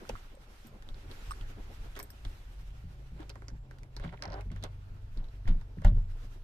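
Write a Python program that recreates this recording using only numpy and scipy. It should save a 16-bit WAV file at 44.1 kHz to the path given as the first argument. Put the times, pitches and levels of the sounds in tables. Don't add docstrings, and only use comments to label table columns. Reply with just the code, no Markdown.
import sys
import numpy as np
from scipy import signal
from scipy.fft import rfft, irfft, next_fast_len
from scipy.io import wavfile
from scipy.ndimage import uniform_filter1d, map_coordinates

SR = 44100
rng = np.random.default_rng(int(sys.argv[2]) if len(sys.argv) > 2 else 0)


def invert_db(level):
    return 10 ** (np.asarray(level, dtype=float) / 20)


def int16_out(signal):
    q = np.round(np.clip(np.atleast_2d(signal).T, -1, 1) * 32767)
    wavfile.write(sys.argv[1], SR, q.astype(np.int16))


N = 283871

# frequency in Hz, level in dB, decay time t60 in seconds.
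DOOR_MODES = [
    [(90.85, 2.5, 0.86), (101.8, -3.5, 1), (134, -39, 0.26)],
    [(140.6, 1.5, 0.96), (164.9, 6.5, 0.94)],
    [(227.5, 6.5, 0.62), (303, -17, 0.32), (323, -0.5, 0.46), (363, 10.5, 0.089)],
    [(26.24, 5.5, 1.34), (32.7, 4, 0.77), (48.7, -16, 0.53)],
]
# start in seconds, frame level in dB, hardness in dB, cabin air in dB.
SEAT_SHIFTS = [
    (0.097, -46, -1, -6),
    (0.123, -45.5, -32, 10.5),
    (0.645, -61.5, 8.5, 1),
    (0.892, -49.5, -11.5, 6),
    (1.409, -43.5, -18, 8.5),
    (1.797, -53.5, -21, 14),
    (2.254, -42.5, -14, 11),
]
# start in seconds, frame level in dB, hardness in dB, cabin air in dB.
DOOR_PUSHES = [(2.84, -43.5, -9.5, -1), (3.119, -58, 7, -7), (3.518, -47.5, -2, 3),
               (4.001, -41.5, -13, 4.5), (4.045, -41, 1, -11), (4.272, -41, -8, -26), (4.458, -46.5, -2, 3),
               (4.51, -45, 0.5, -5), (4.619, -51.5, 1.5, 3), (4.92, -56.5, 1.5, -4), (5.104, -50, -13, 11),
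               (5.169, -47.5, -0.3, 19.5), (5.455, -38.5, -25, 4), (5.487, -32.5, -3.9, -8),
               (5.499, -42, -11, 5), (5.549, -39, -9, 8), (5.772, -39.5, -2, -2), (5.921, -22, -24, -2.5),
               (5.961, -33.5, -21, -2.5), (6.239, -61.5, 3.5, -8)]
# start in seconds, level in dB, frequency in Hz, t60 in seconds.
DOOR_PULLS = [
    (5.477, -3, 23.3, .22),
    (6, -14, 26.3, 0.21),
]
# frequency in Hz, level in dB, decay time t60 in seconds.
SLAM_MODES = [
    [(26.4, -18, 1.44), (33.4, -4, 0.33), (48.6, -29.5, 0.15)],
    [(86.4, -22.5, 0.718), (95.7, -18, 0.34), (143, -33, 0.59), (172, -26, 0.4), (226.8, -34, 0.36),
     (332, -39.5, 0.18)],
]
# frequency in Hz, level in dB, decay time t60 in seconds.
STRIKER_MODES = [(604, -35, .15), (785, -33.5, 0.067), (924, -45.5, 0.16), (1174, -52, .15),
                 (1414, -47, .12), (1840, -45, 0.1), (2078, -51, .08)]
# start in seconds, peak in dB, panel in dB, air in dB.
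KNUCKLE_KNOCKS = [(0.824, -44, -15, -16), (1.9643, -41, 0, 0), (1.969, -43, 1, -8), (1.9985, -43, -1, -7),
                  (2.0035, -46, 3, -10), (2.009, -48.5, 2, -12), (1.9743, -41.5, 0, -8),
                  (2.2495, -44.5, -3, -14), (3.2046, -46, -18, -23), (3.3562, -47, 2.5, -18),
                  (3.4208, -55, 9, -28), (3.5022, -51.5, -1.5, -17), (3.711, -46.5, 1, -19),
                  (3.7855, -48.5, -26, -3), (3.9983, -47.5, 4, -18), (4.0395, -53.5, 12, -36.5),
                  (4.0481, -55, 18, -27), (4.1264, -59, 15, -33), (4.1398, -67, 12, -30),
                  (4.5171, -47.5, -4, -1), (4.562, -49, 1.5, -6), (5.6128, -49, -8, -28),
                  (5.8193, -47.5, 1.5, -14), (5.8474, -32, -0.5, -23), (5.875, -47, -4, -16)]
# start in seconds, peak in dB, ring in Hz, air in dB.
NAIL_TICKS = [(0.0921, -36.5, 2830, 7.5), (0.0955, -32.5, 2780, -4), (0.889, -40, 3640, -25),
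              (0.9443, -46, 3960, -17), (1.1133, -38, 3690, -23), (1.4114, -42.5, 2980, -25),
              (1.9543, -44, 3150, -4), (1.991, -38, 2000, 0), (2.251, -37.5, 3640, -13),
              (2.7053, -52, 2950, -18), (3.2295, -50, 3367, -28), (3.295, -41, 2830, 5),
              (3.3005, -36, 4330, -19), (3.483, -36, 5100, -23), (3.8332, -47.5, 2130, -2),
              (3.9656, -34, 4260, -11), (4.1724, -53, 3230, -29), (4.4095, -41, 2290, -31),
              (4.6266, -40, 3980, -20), (4.6382, -31.5, 3703, 3.5), (5.1735, -45, 4030, -22),
              (5.243, -52, 3597, -28), (5.2854, -57, 3970, -28), (5.4783, -36.5, 2060, -23),
              (5.488, -41, 3520, -20), (5.88, -43, 3420, -30)]
# start in seconds, peak in dB, pitch in Hz, decay time t60 in seconds.
HOLLOW_TAPS = [(0.052, -44, 1350, 0.032), (0.0943, -30, 526, 0.09), (.096, -32.5, 830, .02),
               (0.1536, -36.5, 1200, 0.03), (.1598, -41, 1300, 0.046), (.345, -52, 550, 0.024),
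               (.372, -49, 550, .04), (1.309, -31.5, 1190, 0.02), (1.309, -42, 2680, .03),
               (1.3154, -32, 1200, 0.02), (1.3188, -33, 1180, 0.028), (1.321, -43, 4000, .03),
               (1.9913, -42, 1100, .03), (1.9987, -40, 1060, .02), (2.001, -38, 2200, 0.03),
               (2.102, -49.5, 1610, .03), (3.199, -38.5, 305, 0.22), (4.0916, -44, 2040, 0.039),
               (4.192, -49.5, 1780, .03), (4.228, -40, 1460, .06), (4.241, -40, 1100, 0.038),
               (4.2545, -40, 800, .03), (4.2595, -39, 840, .05), (4.283, -41, 651, 0.056),
               (4.307, -43, 600, .03), (4.563, -46, 1750, 0.2), (5.456, -50, 1800, 0.069),
               (5.477, -38, 2000, 0.071), (5.476, -44, 950, .05), (5.617, -52, 850, .04),
               (5.786, -51, 1800, .05), (5.821, -46, 1100, 0.041), (5.8215, -46, 580, 0.046),
               (5.848, -34.5, 715, 0.07), (5.97, -50, 450, 0.08), (4.503, -50, 2100, .06),
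               (3.36, -47, 900, 0.065), (3.973, -49, 850, .04), (4.143, -43, 900, .03),
               (4.176, -49, 2200, .04), (4.646, -42, 500, .12), (1.336, -46, 1650, .02),
               (3.483, -48, 2100, .03)]
# frequency in Hz, width in Hz, level in dB.
PANEL_PEAKS = [(292, 42, -1.5), (410, 18.5, -2.5), (550, 82, -6.5), (760, 72, -8.5), (914, 88, -9.5),
               (1100, 106, -10), (1428, 270, -9), (2130, 450, -15.5)]
# start in seconds, level in dB,
# frequency in Hz, decay time t60 in seconds.
FREE_RINGS = [
    (1.3195, -58, 9060, .1),
    (1.3085, -51, 8226, .034),
    (4.642, -50, 560, .08),
]
# start in seconds, peak in dB, panel in dB.
SPRING_SLIPS = [
    (4.2232, -29, -1.5),
    (4.2359, -36.5, 0),
    (4.2543, -34.5, -4),
    (4.2777, -47, -11),
    (4.3016, -46, -16),
    (4.3206, -42.5, -6),
    (4.3314, -43, -21),
    (4.341, -42, -12),
]
# frequency in Hz, width in Hz, level in dB.
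SPRING_PEAKS = [(4140, 500, 0), (4950, 700, 0), (5700, 700, -2)]
# start and hold in seconds, level and edge in dB, fall in dB per second.
DRAGS = [(1.962, 0.023, -64, 4, 500), (3.194, 0.036, -55.5, -13.5, 600), (3.997, 0.1, -62, -5, 300),
         (4.039, 0.0044, -49.5, -13, 450), (4.136, 0.0071, -49.5, -19.5, 900), (4.227, .02, -49, -20, 600),
         (4.25, 0.075, -51.5, -19, 300), (4.33, 0.077, -53.5, -18, 500), (4.517, 0.011, -60, -8, 600),
         (4.565, 0.0077, -66, -3, 300), (4.641, 0.0036, -44, -11.5, 425), (5.165, 0.051, -63, -14, 204),
         (5.478, 0.011, -48, -10, 282), (5.853, 0.0035, -40.5, -10.5, 448)]
# time in seconds, slips per second, level in dB.
HINGE_MOTION = [(4.3, 190, -73), (4.32, 188, -50), (4.345, 188, -47), (4.37, 197, -47), (4.395, 203, -47),
                (4.415, 210, -56), (4.435, 220, -73)]
# frequency in Hz, width in Hz, level in dB.
HINGE_PEAKS = [(400, 90, -2), (600, 147, -1), (795, 156, -0.5), (1800, 520, -20)]
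# start in seconds, crack in dB, ring in dB, best rung frequency in Hz.
KEY_HITS = [
    (0.351, -51, -5, 8600),
    (0.6697, -44.5, 0.5, 10500),
    (1.308, -41, 5.5, 6850),
    (1.315, -34, -3, 6250),
    (1.9913, -41, 6, 13500),
    (1.999, -27.5, -8, 5640),
    (2.0285, -29.5, -4, 11800),
    (2.1034, -43, -2, 11600),
    (2.104, -43, 2.5, 5300),
]
# frequency in Hz, width in Hz, level in dB.
BRASS_PEAKS = [
    [(5330, 580, 0)],
    [(8190, 690, -7), (8550, 110, -4)],
    [(12080, 520, 0)],
    [(13500, 980, 9), (12500, 110, -13)],
]
# time in seconds, pressure in dB, speed in dB.
CLOTH_MOTION = [(0, -59.5, -61.5), (.2, -65.5, -59), (.36, -64, -69), (.6, -71, -61), (.76, -65.5, -71),
                (1, -60.5, -63.5), (1.25, -60.5, -57.5), (1.59, -59, -64), (1.92, -65, -61),
                (2.08, -70, -67), (2.37, -65.5, -62), (2.7, -70, -68.5), (3.14, -67, -67), (3.5, -66, -77),
                (4.9, -67, -70.5), (6, -67, -73.5), (6.25, -68, -64), (6.44, -70.5, -74.5)]
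# frequency in Hz, density in dB per Hz.
RUB_SPECTRUM = [(88, -24.5), (150, -5.5), (200, 4.5), (391, 2), (737, -5), (1100, -7.5), (1430, -73),
                (2420, -120)]
SWISH_SPECTRUM = [(470, -72), (800, -5.5), (1130, -3), (1350, 1.5), (1750, -3.5), (3130, -8.5), (6000, -17),
                  (7800, -84), (13200, -120)]
FIZZ_SPECTRUM = [(2650, -1.5), (4500, -7), (4830, -7.5), (5720, -7), (10100, -14), (13700, -14),
                 (14500, -6), (14800, -8)]
# time in seconds, level in dB.
CABIN_SWING = [(0, -49.5), (.3, -53), (.6, -54.5), (.9, -44.5), (1.2, -47), (1.6, -43.5), (2.1, -51),
               (2.5, -47.5), (3, -50.5), (3.6, -51.5), (4.1, -52), (4.28, -59), (4.45, -52), (4.9, -50.5),
               (6.44, -50.5)]
# frequency in Hz, density in dB per Hz.
BOOM_SPECTRUM = [(8, -20), (18, 22.5), (30, 8), (45, 17), (70, -44.5)]
RUMBLE_SPECTRUM = [(24, -5.5), (40, 7), (49, -0.5), (135, -8.5), (199, -22), (260, -25), (340, -51),
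                   (570, -120)]
# start in seconds, hold in seconds, level in dB.
INSECT_CALLS = [
    (3.39, .26, -86),
    (5.92, 0.24, -86.5),
]
# time in seconds, firing rate in Hz, load in dB.
ENGINE_RUN = [(.8, 30.2, -35), (1.5, 29.45, -5.5), (2.3, 27.18, -1), (3, 25.86, 3), (3.3, 26.38, 4),
              (3.55, 26.87, 7), (3.66, 25.73, -21), (3.95, 25.63, -2.5), (4.2, 25.24, -8.5),
              (4.4, 24.38, 7), (4.75, 24.23, 3.5), (5.1, 23.99, -2), (5.45, 23.61, 4.5), (6.44, 22.8, -2.5)]
# frequency in Hz, level in dB.
SHELL_LEAK = [(46, -52.5), (54, -51.5), (64, -69), (82, -61), (96, -52), (106, -60.5), (128, -55.5),
              (150, -80.5)]
# frequency in Hz, correlation from -1 to 1.
PORT_LIKENESS = [(60, 0.98), (130, 0.98), (290, 0.71), (630, 0.5), (1370, -0.26), (3000, -0.01),
                 (6570, 0.04), (14400, 0.04)]
# frequency in Hz, left minus right in dB.
PORT_COLOUR = [(60, 0.0), (110, 0.5), (200, 0.0), (370, 1.0), (680, 1.5), (1260, -2.5), (2310, -2.5),
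               (4250, -5.0), (7810, 2.5), (14400, 4.0)]

SLAM_S = 5.8465


def unit(x):
    return x / np.sqrt(np.mean(x ** 2) + 1e-20)


def along(points, hz):
    f, value = np.transpose(points)
    return np.interp(np.log(hz + 1), np.log(f + 1), value)


def curves(rows):
    s, *columns = np.transpose(rows)
    return [np.interp(np.arange(N) / SR, s, column) for column in columns]


def wobble(rate):
    knots = rng.standard_normal(int(N * rate / SR) + 4)
    return map_coordinates(knots, [np.arange(N) * rate / SR])


def stroke(s, hold, rise, fall):
    t = np.arange(N) / SR - s
    return np.minimum(0, np.minimum(rise * t, fall * (hold - t)))


def filtered(x, response):
    m = next_fast_len(x.shape[-1] + 4096)
    return irfft(rfft(x, m) * response(np.fft.rfftfreq(m, 1 / SR)), m)[..., :x.shape[-1]]


def body(peaks):
    def response(f):
        total = 0
        for k, (hz, width, db) in enumerate(peaks):
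            damping = 1j * f * width
            total = total + (-1) ** k * invert_db(db) * damping / (hz * hz - f * f + damping)
        return total
    return response


def resonance(hz, width, stages):
    single = body([(hz, width, 0)])
    return lambda f: single(f) ** stages


def ports(pair):
    def mid_side(hz):
        turn = np.arccos(np.clip(along(PORT_LIKENESS, hz), -1, 1)) / 2
        return np.array([np.cos(turn), np.sin(turn)])
    mid, side = filtered(pair, mid_side)
    return np.array([mid + side, mid - side])


def lean(db):
    return invert_db(np.array([[db / 2], [-db / 2]]))


def rush(spectrum, patchy_db):
    z = signal.stft(rng.standard_normal((2, N)), nperseg=512)[2]
    field = rng.standard_normal(z.shape[1:])
    field = uniform_filter1d(uniform_filter1d(field, 8, 0), 8, 1)
    pair = signal.istft(z * invert_db(patchy_db * unit(field)), nperseg=512)[1][:, :N]
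    return unit(filtered(pair, lambda hz: invert_db(along(spectrum, hz))))


def puff(t60, response, click=0.9):
    t = np.arange(SR // 8) / SR
    fade = invert_db(-60 * t / max(t60, 0.003)) + 1.2 * invert_db(-60 * t / 0.0054)
    impulse = click * np.linalg.norm(fade) * (t == 0)
    contact = filtered(impulse, lambda f: np.outer([1, 1j], response(f)))
    x = contact + filtered(rng.standard_normal((2, len(t))) * fade, response)
    return x / np.abs(x).max()


def ring(modes, t, stretch=1, scatter=1):
    total = 0
    for hz, db, t60 in modes:
        level = invert_db(db + rng.normal(0, 1.5) - 60 * t / (t60 * stretch))
        total = total + level * np.sin(2 * np.pi * (hz * t + scatter * rng.random((2, 1))))
    return total


def swell(t, tau):
    return 1 - np.exp(-t / tau)


def add(track, s, x):
    part = track[:, round(s * SR):][:, :x.shape[1]]
    part += x[:, :part.shape[1]]


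def door_blows():
    out, t = np.zeros((2, N)), np.arange(SR) / SR
    rises = [swell(t, tau) for tau in (0.0035, 0.0031, 0.0035, 0.013)]
    blows = [(s, db, hard - 10, hard, air) for s, db, hard, air in SEAT_SHIFTS]
    blows += [(s, db, hard, hard - 5, air) for s, db, hard, air in DOOR_PUSHES]
    for s, db, skin_db, trim_db, air_db in blows:
        parts = zip([0, skin_db, trim_db, air_db], rises, DOOR_MODES)
        rings = sum(invert_db(g) * rise * ring(modes, t, 0.29, scatter=0.21) for g, rise, modes in parts)
        add(out, s, invert_db(db - 1) * rings)
    return out


def door_pulls():
    out, t = np.zeros((2, N)), np.arange(SR) / SR
    for s, db, hz, t60 in DOOR_PULLS:
        add(out, s, -swell(t, 0.03) * ring([(hz, db, t60)], t, scatter=0))
    return out


def slam():
    out, t = np.zeros((2, N)), np.arange(SR) / SR
    air, steel = (ring(modes, t, scatter=0) for modes in SLAM_MODES)
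    add(out, SLAM_S, invert_db(-2) * (swell(t, 0.018) * air - swell(t, 0.0053) * steel))
    return out


def small_steel():
    out, t = np.zeros((2, N)), np.arange(SR // 4) / SR
    add(out, SLAM_S + 0.003, ring(STRIKER_MODES, t))
    for s, db, hz, t60 in FREE_RINGS:
        add(out, s, ring([(hz, db, t60)], t))
    return out


def handle_ticks():
    out, air = np.zeros((2, N)), resonance(5000, 4700, 2)
    ticks = [(s, db, 1685, panel_db, air_db) for s, db, panel_db, air_db in KNUCKLE_KNOCKS]
    ticks += [(s, db, hz, -9.5, air_db) for s, db, hz, air_db in NAIL_TICKS]
    for s, db, hz, panel_db, air_db in ticks:
        pitched, broad = resonance(hz, 0.7 * hz, 4), resonance(2800, 5000, 2)
        plastic = puff(0.064, lambda f: pitched(f) + invert_db(-9.0) * broad(f))
        panel = invert_db(panel_db + 1.5) * puff(0.12, body(PANEL_PEAKS))
        spit = invert_db(air_db - 1.5) * puff(0.044, air)
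        add(out, s, invert_db(db) * (plastic + panel + spit))
    return out


def hollow_taps():
    out = np.zeros((2, N))
    for s, db, hz, t60 in HOLLOW_TAPS:
        add(out, s, invert_db(db) * puff(t60, resonance(hz, 0.26 * hz, 2), click=2.5))
    return out


def spring_slips():
    out = np.zeros((2, N))
    air, steep, thud = resonance(5000, 4700, 2), resonance(4900, 3500, 2), resonance(1700, 3000, 4)
    for k, (s, db, panel_db) in enumerate(SPRING_SLIPS):
        spring = puff(0.024, lambda f: body(SPRING_PEAKS)(f) * steep(f))
        spit = invert_db(-2.5 - 2.5 * k) * puff(0.031, air)
        panel = invert_db(panel_db) * puff(0.067, thud)
        add(out, s, invert_db(db) * (spring + spit + panel))
    return out


def scrape():
    low, edge = resonance(760, 750, 1), resonance(3050, 1800, 2)
    drag = rng.standard_normal((2, N)) * invert_db(1.6 * wobble(260))
    hum = unit(filtered(drag, lambda f: body(PANEL_PEAKS)(f) * low(f)))
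    hiss = unit(filtered(drag, edge))
    out = np.zeros((2, N))
    for s, hold, db, edge_db, fall in DRAGS:
        grip = invert_db(stroke(s, hold, 1104, fall))
        edge_grip = invert_db(stroke(s, hold, 1104, fall + 123.5))
        out += invert_db(db) * (grip * hum + invert_db(edge_db + 2.0) * edge_grip * hiss)
    return out


def creak():
    rate, db = curves(HINGE_MOTION)
    phase = np.cumsum(rate) / SR + 0.045 * wobble(150)
    slips = np.diff(np.floor(phase), prepend=0) > 0
    force = slips * invert_db(3 * wobble(200))
    shape = lambda f: np.outer([1, 1j], body(HINGE_PEAKS)(f))
    return filtered(force * invert_db(db), shape) / np.std(filtered(force, shape))


def keys():
    out = np.zeros((2, N))
    for s, db, ring_db, best_hz in KEY_HITS:
        hit = 0.81 * puff(0.04, resonance(0.75 * best_hz, 8000, 1))
        for peaks in BRASS_PEAKS:
            octaves_off = abs(np.log2(peaks[0][0] / best_hz))
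            piece = puff(0.068, lambda f: body(peaks)(f) ** 2)
            hit = hit + invert_db(ring_db - 3 - 22 * octaves_off) * piece
        add(out, s, invert_db(db) * hit)
    return out


def cloth():
    rub_db, fizz_db = curves(CLOTH_MOTION)
    swish_db = 0.5 * rub_db + 0.5 * fizz_db - 0.63
    catch, lumps = wobble(28), wobble(35)
    rub = invert_db(rub_db + 4.14 * lumps + 0.9 * catch) * rush(RUB_SPECTRUM, patchy_db=0)
    swish = invert_db(swish_db + 1.0 * catch) * rush(SWISH_SPECTRUM, patchy_db=1.7)
    fizz = invert_db(fizz_db + 2.0 * catch) * rush(FIZZ_SPECTRUM, patchy_db=1.5)
    return rub + swish + fizz


def cabin():
    swing_db, = curves(CABIN_SWING)
    gap = np.interp(np.arange(N) / SR, [3.65, 3.65 + 0.1, 5.85, 5.85 + 0.1], [0, 1, 1, 0])
    boom = invert_db(swing_db) * rush(BOOM_SPECTRUM, patchy_db=-1)[0]
    rumble = invert_db(swing_db - 4 + 5 * gap) * rush(RUMBLE_SPECTRUM, patchy_db=2.5)
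    return boom, rumble


def insect():
    calls = sum(invert_db(db + stroke(s, hold, 150, 150)) for s, hold, db in INSECT_CALLS)
    return calls * rush([(6900, -40), (7450, 2), (8000, -38)], patchy_db=1)


def engine():
    hz, load_db = curves(ENGINE_RUN)
    turns = np.cumsum(hz) / SR
    near_db = stroke(ENGINE_RUN[0][0], N / SR, 69, 60)
    out = 0
    for order, follow in zip(range(2, 6), [1, 0.2, 1, 0.2]):
        db = along(SHELL_LEAK, order * hz) + load_db * follow + near_db
        level = invert_db(db + 2.8 * wobble(6.5))
        out = out + level * np.sin(2 * np.pi * order * turns + 0.88 * wobble(3.3))
    return np.sqrt(2) * out


def scene():
    thuds = door_blows() + door_pulls() + slam()
    hand = handle_ticks() + hollow_taps() + small_steel() + spring_slips() + scrape() + creak()
    boom, rumble = cabin()
    lead = lambda hz: np.exp(np.outer([1, -1], 1j * np.pi * hz * 0.00028))
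    bass = filtered(boom + engine() + thuds[0], lead)
    room = ports(rumble + insect() + cloth() + 0.41 * (thuds - thuds[0]))
    return bass + room + lean(-2) * ports(hand) + lean(1.5) * ports(keys())


def low_pass(x):
    return signal.sosfilt(signal.butter(12, 14960, fs=SR, output="sos"), x)


def record(dry):
    edge = lambda hz: 1 / (1 + (hz / 14250) ** 80)
    colour = lambda hz: invert_db(np.outer([0.5, -0.5], along(PORT_COLOUR, hz)))
    mix = filtered(dry, lambda hz: edge(hz) * colour(hz))
    return low_pass(mix)


dry = scene()
out = record(dry)
int16_out(out)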